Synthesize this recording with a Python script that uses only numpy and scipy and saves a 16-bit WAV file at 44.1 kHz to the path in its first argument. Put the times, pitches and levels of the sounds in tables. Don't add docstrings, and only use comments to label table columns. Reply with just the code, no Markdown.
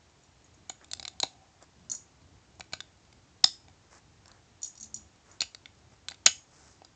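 import sys
import numpy as np
from scipy import signal
from scipy.fft import rfft, irfft
from scipy.io import wavfile
from scipy.ndimage import uniform_filter1d

SR = 44100
rng = np.random.default_rng(int(sys.argv[2]) if len(sys.argv) > 2 else 0)


def inscribe(sig):
    pcm = np.round(np.clip(np.atleast_2d(sig).T, -1, 1) * 32767)
    wavfile.write(sys.argv[1], SR, pcm.astype(np.int16))


N = 306495

# f/Hz, relative level/dB
NOISE_COLOUR = [(20, -24.5), (38, -18), (58, -2), (85, 2), (135, -4.5), (200, -10), (320, -9.5), (500, -16),
                (780, -14), (1200, -18.5), (3000, -22.5), (7200, -23), (8400, -34.5), (9200, -60)]
# t/s, length/s, f/Hz, width/Hz, level/dB
THIN_TONES = [(0.712, 1, 742, 130, -69), (1.72, 0.31, 185, 200, -64.5), (4.7, 0.4, 215, 10.5, -66.5)]
# t/s, length/s, rub level/dB, hiss level/dB
FINGER_SLIDES = [(0.798, 0.057, -61, -77), (1.603, .053, -63, -70), (1.894, .078, -61.5, -62),
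                 (3.892, 0.12, -61, -64), (4.216, 0.21, -66.5, -78), (5.217, 0.19, -65, -73),
                 (5.909, 0.045, -67, -72.5), (6.45, 0.37, -68, -66)]

# delay/s, relative level/dB
WALL_ECHOES = [(0.0143, -22.5), (.0176, -28), (0.0217, -25.5), (0.0326, -28), (.0365, -32.5),
               (0.0474, -34.5)]
# f/Hz, t60/s (t60 is the time to fade by 60 dB)
TAIL_FADE = [(200, .25), (1000, .25), (3000, 0.23), (5200, 0.28), (8000, .3)]
# f/Hz, relative level/dB
TAIL_COLOUR = [(200, -6), (1000, -10), (2000, 1), (3300, 5.5), (4150, -7), (5200, 1), (6000, -2),
               (6900, -0.5), (8500, 2)]

# f/Hz, relative level/dB, base t60/s
BRICK_LOW = [(3750, -1.5, 0.0089), (4390, -3, 0.032), (4750, -2, 0.0098), (5200, -2, 0.022),
             (5754, 1, 0.063), (5970, -5, 0.055)]
BRICK_HIGH = [(6430, 5, .025), (6400, -16, .025), (6870, -4, 0.042), (6900, 2, 0.035), (7100, 0, 0.036),
              (7300, 0, 0.015), (7550, -7, 0.023), (8100, -13.5, 0.02)]
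# f/Hz, relative level/dB, base t60/s
PLATE_THUMP = [(159, -2, .035), (280, 0.5, 0.041), (380, -2, 0.011)]
PLATE_KNOCK = [(660, 0.93, 0.028), (760, 0.52, 0.037), (1001, -1, 0.019)]
PLATE_BODY = [(1239, -5, 0.023), (1522, 2.5, .02), (1934, -4, 0.02), (2244, 3, .02), (2613, 1, 0.023),
              (2970, -3, 0.024)]
PLATE_CRACK = [(3230, -9.5, 0.022), (3460, -4.5, .02), (3620, 1.5, .022), (3850, -3, 0.032),
               (4070, 5.5, 0.015), (4450, 4, .018), (4900, -4, 0.019), (4870, -1.5, 0.029),
               (5250, -1, .018), (5730, 2.5, 0.017)]
PLATE_EDGE = [(6200, 2, 0.014), (6680, -1.5, 0.0086), (6550, 2, 0.022), (6890, 3.5, 0.031),
              (7340, 1, 0.028), (7370, -3.5, 0.042), (8020, -7.5, 0.019)]

# t/s, relative level/dB, brightness/dB, wall f/Hz
PILE_CLINKS = [(0.236, -66.5, -1, 7000), (0.444, -71, 11.5, 6700), (.544, -70, 4, 6700),
               (1.8989, -41, 4, 6150), (1.916, -37.5, 7.5, 6770), (1.95, -45, 4, 6900),
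               (4.619, -53.5, 1, 6800), (4.631, -37, 0.5, 6780), (4.645, -44, 7.5, 6710),
               (4.676, -53, 9, 6660), (4.754, -55, -5, 5750), (4.777, -55.5, 0, 5720),
               (4.8, -55.5, 2, 6530), (4.809, -51, 8, 6500), (4.829, -45, 4, 6370),
               (4.943, -39.5, 2.5, 6840), (5.3142, -59.5, 3, 6800)]
# t/s, level/dB, heft/dB, tilt/(dB per octave), wall f/Hz
STUD_TICKS = [(.8449, -58, -8.5, -1, 7100), (.9135, -44, -16, 4.5, 4330), (.934, -34, -19.5, 2.5, 4180),
              (.9722, -61, -18, 1, 4200), (.9969, -44.5, -9, 1, 3940), (1.0278, -48, -8, 0, 5000),
              (1.052, -43.5, -15, -3, 4050), (1.0792, -40, -20, 1.5, 4120), (1.2012, -35, -16, 6, 4100),
              (1.6255, -63, 6, 7, 7360), (2.5973, -57.5, 8.5, 5, 7060), (2.6075, -45.5, -7, -3, 2280),
              (2.7239, -58, -1, 2, 2270), (2.8046, -42, -20, -2, 3520), (3.127, -62.5, -3, -1, 2230),
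              (3.6831, -62.5, 2, -1, 2370), (4.2574, -61, -5, -1.5, 5470), (4.28, -63.5, -2, 11, 5430),
              (4.3161, -62, -2, 6, 4280), (5.5477, -48, -12.5, -1, 4460), (5.6577, -52.5, -16, -6, 3500),
              (6.085, -37.5, -22, -0.5, 4040), (6.101, -57, -10, 4, 4020), (6.1114, -53, -2, 2, 4500),
              (6.1185, -55, -3, -6, 2030), (6.1441, -59, -13.5, -0.5, 3730), (6.8187, -69, 16.5, -8, 2330),
              (6.8483, -57.5, -4, 3, 4840)]
# t/s, slip level/dB, slip heft/dB, slip wall f/Hz, travel/s,
# seat level/dB, seat heft/dB, seat tilt/(dB per octave), seat wall f/Hz, seat wall level/dB
BRICK_SNAPS = [(0.6963, -44.5, -15, 6820, 0.003, -45.5, 1, -3.5, 7100, -55),
               (1.2309, -29, -30, 4100, .0029, -35.5, 4.5, -2, 3880, -31),
               (2.7339, -39.5, -8, 4150, .002, -43, -3, -7.5, 3960, -46),
               (3.442, -20, -15, 5150, 0.002, -36, -9.5, 13, 3680, -19.5),
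               (5.407, -34, -23, 4270, .0105, -30.5, -16.5, 4, 2600, -39),
               (6.2619, -20.5, -23.5, 6606, .003, -18, -19, -2, 3040, -26.5)]


def amp(db):
    return 10 ** (np.asarray(db) / 20)


def unit(x):
    return x / np.sqrt(np.mean(x ** 2) + 1e-20)


def unit_hit(x):
    return x * np.sqrt(SR / 100 / (np.sum(x ** 2) + 1e-20))


def curve_at(points, hz):
    f, value = np.transpose(points)
    return np.interp(np.log(hz + 1), np.log(f + 1), value)


def add(mix, s, sound):
    part = mix[round(s * SR):][:len(sound)]
    part += sound[:len(part)]


def without_bass(x, edge_hz, order):
    return signal.sosfilt(signal.butter(order, edge_hz, "high", fs=SR, output="sos"), x)


def ring(hz, t60, rise_s=.00012):
    t = np.arange(4096) / SR
    return np.sin(2 * np.pi * hz * t) * np.exp(-np.log(1000) * t / t60) * (1 - np.exp(-t / rise_s))


def strike(modes, t60_scale=1, spread_db=5.0, detune=0.0056):
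    hz, db, t60 = np.transpose(modes)
    side, share, grip = rng.standard_normal((3, len(hz)))
    rings = ring((hz * (1 + detune * grip))[:, None], t60[:, None] * t60_scale)
    return unit_hit((np.sign(side) * amp(db + spread_db * share)) @ rings)


def swell(length, centre_hz, width_hz, grain_db=3):
    hz = np.fft.rfftfreq(SR, 1 / SR)
    hiss, grain = rng.standard_normal((2, SR))
    rough = hiss * amp(grain_db * unit(uniform_filter1d(grain, size=130)))
    band = 1 / (1 + (2 * (hz - centre_hz) / width_hz) ** 4)
    rub = irfft(rfft(rough) * band, SR)[:round(length * SR)]
    return unit(rub * signal.windows.tukey(len(rub), .7))


def background(level_db=-61, waver_db=2.0, rumble_hz=350):
    hz = np.fft.rfftfreq(N, 1 / SR)
    noise = rfft(rng.standard_normal(N)) * amp(curve_at(NOISE_COLOUR, hz))
    low_share = 1 / (1 + (hz / rumble_hz) ** 4)
    waver = unit(irfft(rfft(rng.standard_normal(N)) * np.exp(-hz / 6), N))
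    rumble = irfft(noise * low_share, N) * amp(waver_db * waver)
    hiss = irfft(noise * (1 - low_share), N)
    return amp(level_db) * unit(rumble + hiss)


def tones():
    out = np.zeros(N)
    for s, length, hz, width_hz, db in THIN_TONES:
        add(out, s, amp(db) * swell(length, hz, width_hz))
    return out


def room(x, echo_db, tail_db, onset_s):
    hz, t, bands = signal.stft(rng.standard_normal(SR // 2), SR, nperseg=256)
    colour = amp(curve_at(TAIL_COLOUR, hz))[:, None]
    fade = np.exp(-np.log(1000) * t / curve_at(TAIL_FADE, hz)[:, None])
    tail = signal.istft(bands * colour * fade, SR, nperseg=256)[1]
    tail *= 1 - np.exp(-(np.arange(len(tail)) / SR / onset_s) ** 2)
    response = amp(tail_db) * tail / np.linalg.norm(tail)
    for delay, db in WALL_ECHOES:
        add(response, delay, amp([db + echo_db]))
    return signal.oaconvolve(x, response)[:N]


def fingers():
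    out = np.zeros(N)
    for s, length, rub_db, hiss_db in FINGER_SLIDES:
        add(out, s, amp(rub_db) * swell(length, centre_hz=840, width_hz=2640))
        add(out, s, amp(hiss_db) * swell(length, centre_hz=6240, width_hz=3340))
    return out


def creaks(per_s=5, level_db=-74, low_db=-2, tries=120):
    out = np.zeros(N)
    for when, chance in rng.random((tries, 2)):
        if chance < per_s * N / SR / tries:
            high = strike(PLATE_CRACK) + strike(PLATE_EDGE)
            low = strike(PLATE_BODY) + strike(PLATE_KNOCK) + strike(PLATE_THUMP)
            add(out, when * N / SR, amp(level_db) * (high + amp(low_db) * low))
    return out


def pile(level_db=-1.5, chatter_s=0.038, chatter_db=-8, settle_db_per_s=-230):
    out = np.zeros(N)
    for s, clink_db, bright_db, wall_hz in PILE_CLINKS:
        add(out, s, amp(clink_db + bright_db) * unit_hit(ring(wall_hz, t60=0.043)))
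        brightness = amp(0.47 * bright_db)
        delays = chatter_s * rng.random(size=6)
        chatter = [(delay, chatter_db + settle_db_per_s * delay) for delay in delays]
        for delay, db in [(0.00017, 0.003)] + chatter:
            clink = strike(BRICK_LOW) / brightness + strike(BRICK_HIGH) * brightness
            add(out, s + delay, amp(clink_db + db) * clink)
    return amp(level_db) * without_bass(out, edge_hz=1800, order=1)


def contact(level_db, heft_db, tilt, wall_hz, wall_db, wall_t60=.018, t60_scale=0.8):
    groups = [(PLATE_THUMP, level_db + heft_db - 8),
              (PLATE_KNOCK, level_db + heft_db),
              (PLATE_BODY, level_db - 6.5 - 1.6 * tilt),
              (PLATE_CRACK, level_db),
              (PLATE_EDGE, level_db - 5.5 + 0.81 * tilt)]
    plate = sum(amp(db) * strike(modes, t60_scale) for modes, db in groups)
    return plate + amp(wall_db) * unit_hit(ring(wall_hz, wall_t60))


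def ticks(bounce_s=.0025, bounce_db=-10, unevenness=.3):
    out = np.zeros(N)
    for s, tick_db, heft_db, tilt, wall_hz in STUD_TICKS:
        gap_s = bounce_s * np.exp(unevenness * rng.standard_normal())
        for delay, db in ((0, tick_db), (gap_s, tick_db + bounce_db)):
            tick = contact(db, heft_db, tilt, wall_hz, wall_db=db + 0.5, wall_t60=0.013, t60_scale=.75)
            add(out, s + delay, tick)
    return out


def snaps(lead_in_s=.0028, bounces=5, bounce_s=.0047, unevenness=.25, wander=.09):
    out = np.zeros(N)
    for s, slip_db, slip_heft_db, slip_hz, travel_s, *seating in BRICK_SNAPS:
        seat_db, seat_heft_db, seat_tilt, seat_hz, seat_wall_db = seating
        lead_in_db = slip_db - 21
        lead_in = contact(lead_in_db, heft_db=-9.5, tilt=0, wall_hz=seat_hz, wall_db=lead_in_db)
        slip = contact(slip_db, slip_heft_db, tilt=2.9, wall_hz=slip_hz, wall_db=slip_db + 6.5)
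        seat = contact(seat_db, seat_heft_db, seat_tilt, seat_hz, seat_wall_db)
        add(out, s - lead_in_s, lead_in)
        add(out, s, slip)
        add(out, s + travel_s, seat)
        for k, (late, spot) in enumerate(rng.standard_normal((bounces, 2))):
            db = seat_db - 10.5 - 5 * k
            wall_hz = seat_hz * np.exp(wander * spot)
            bounce = contact(db, heft_db=-12.5, tilt=-1, wall_hz=wall_hz, wall_db=db + 2)
            add(out, s + travel_s + (k + 1 + unevenness * late) * bounce_s, bounce)
    return out


def scene():
    light, hard = ticks(), snaps()
    near = light + hard + creaks()
    near += room(light + amp(0.9) * hard, echo_db=-0.5, tail_db=-19.5, onset_s=0.023)
    loose = pile()
    far = loose + room(loose, echo_db=4, tail_db=-10.0, onset_s=0.0084)
    return (without_bass(near, edge_hz=55, order=2) + far + fingers() + tones() + background())[None]


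def record(dry, ceiling=.85, cutoff_hz=8900):
    softened = dry / (1 + (dry / ceiling) ** 6) ** (1 / 6)
    low_pass = signal.firwin(141, cutoff_hz, window=("kaiser", 8), fs=SR)
    return signal.oaconvolve(softened, low_pass[None], "same")


dry = scene()
out = record(dry)
inscribe(out)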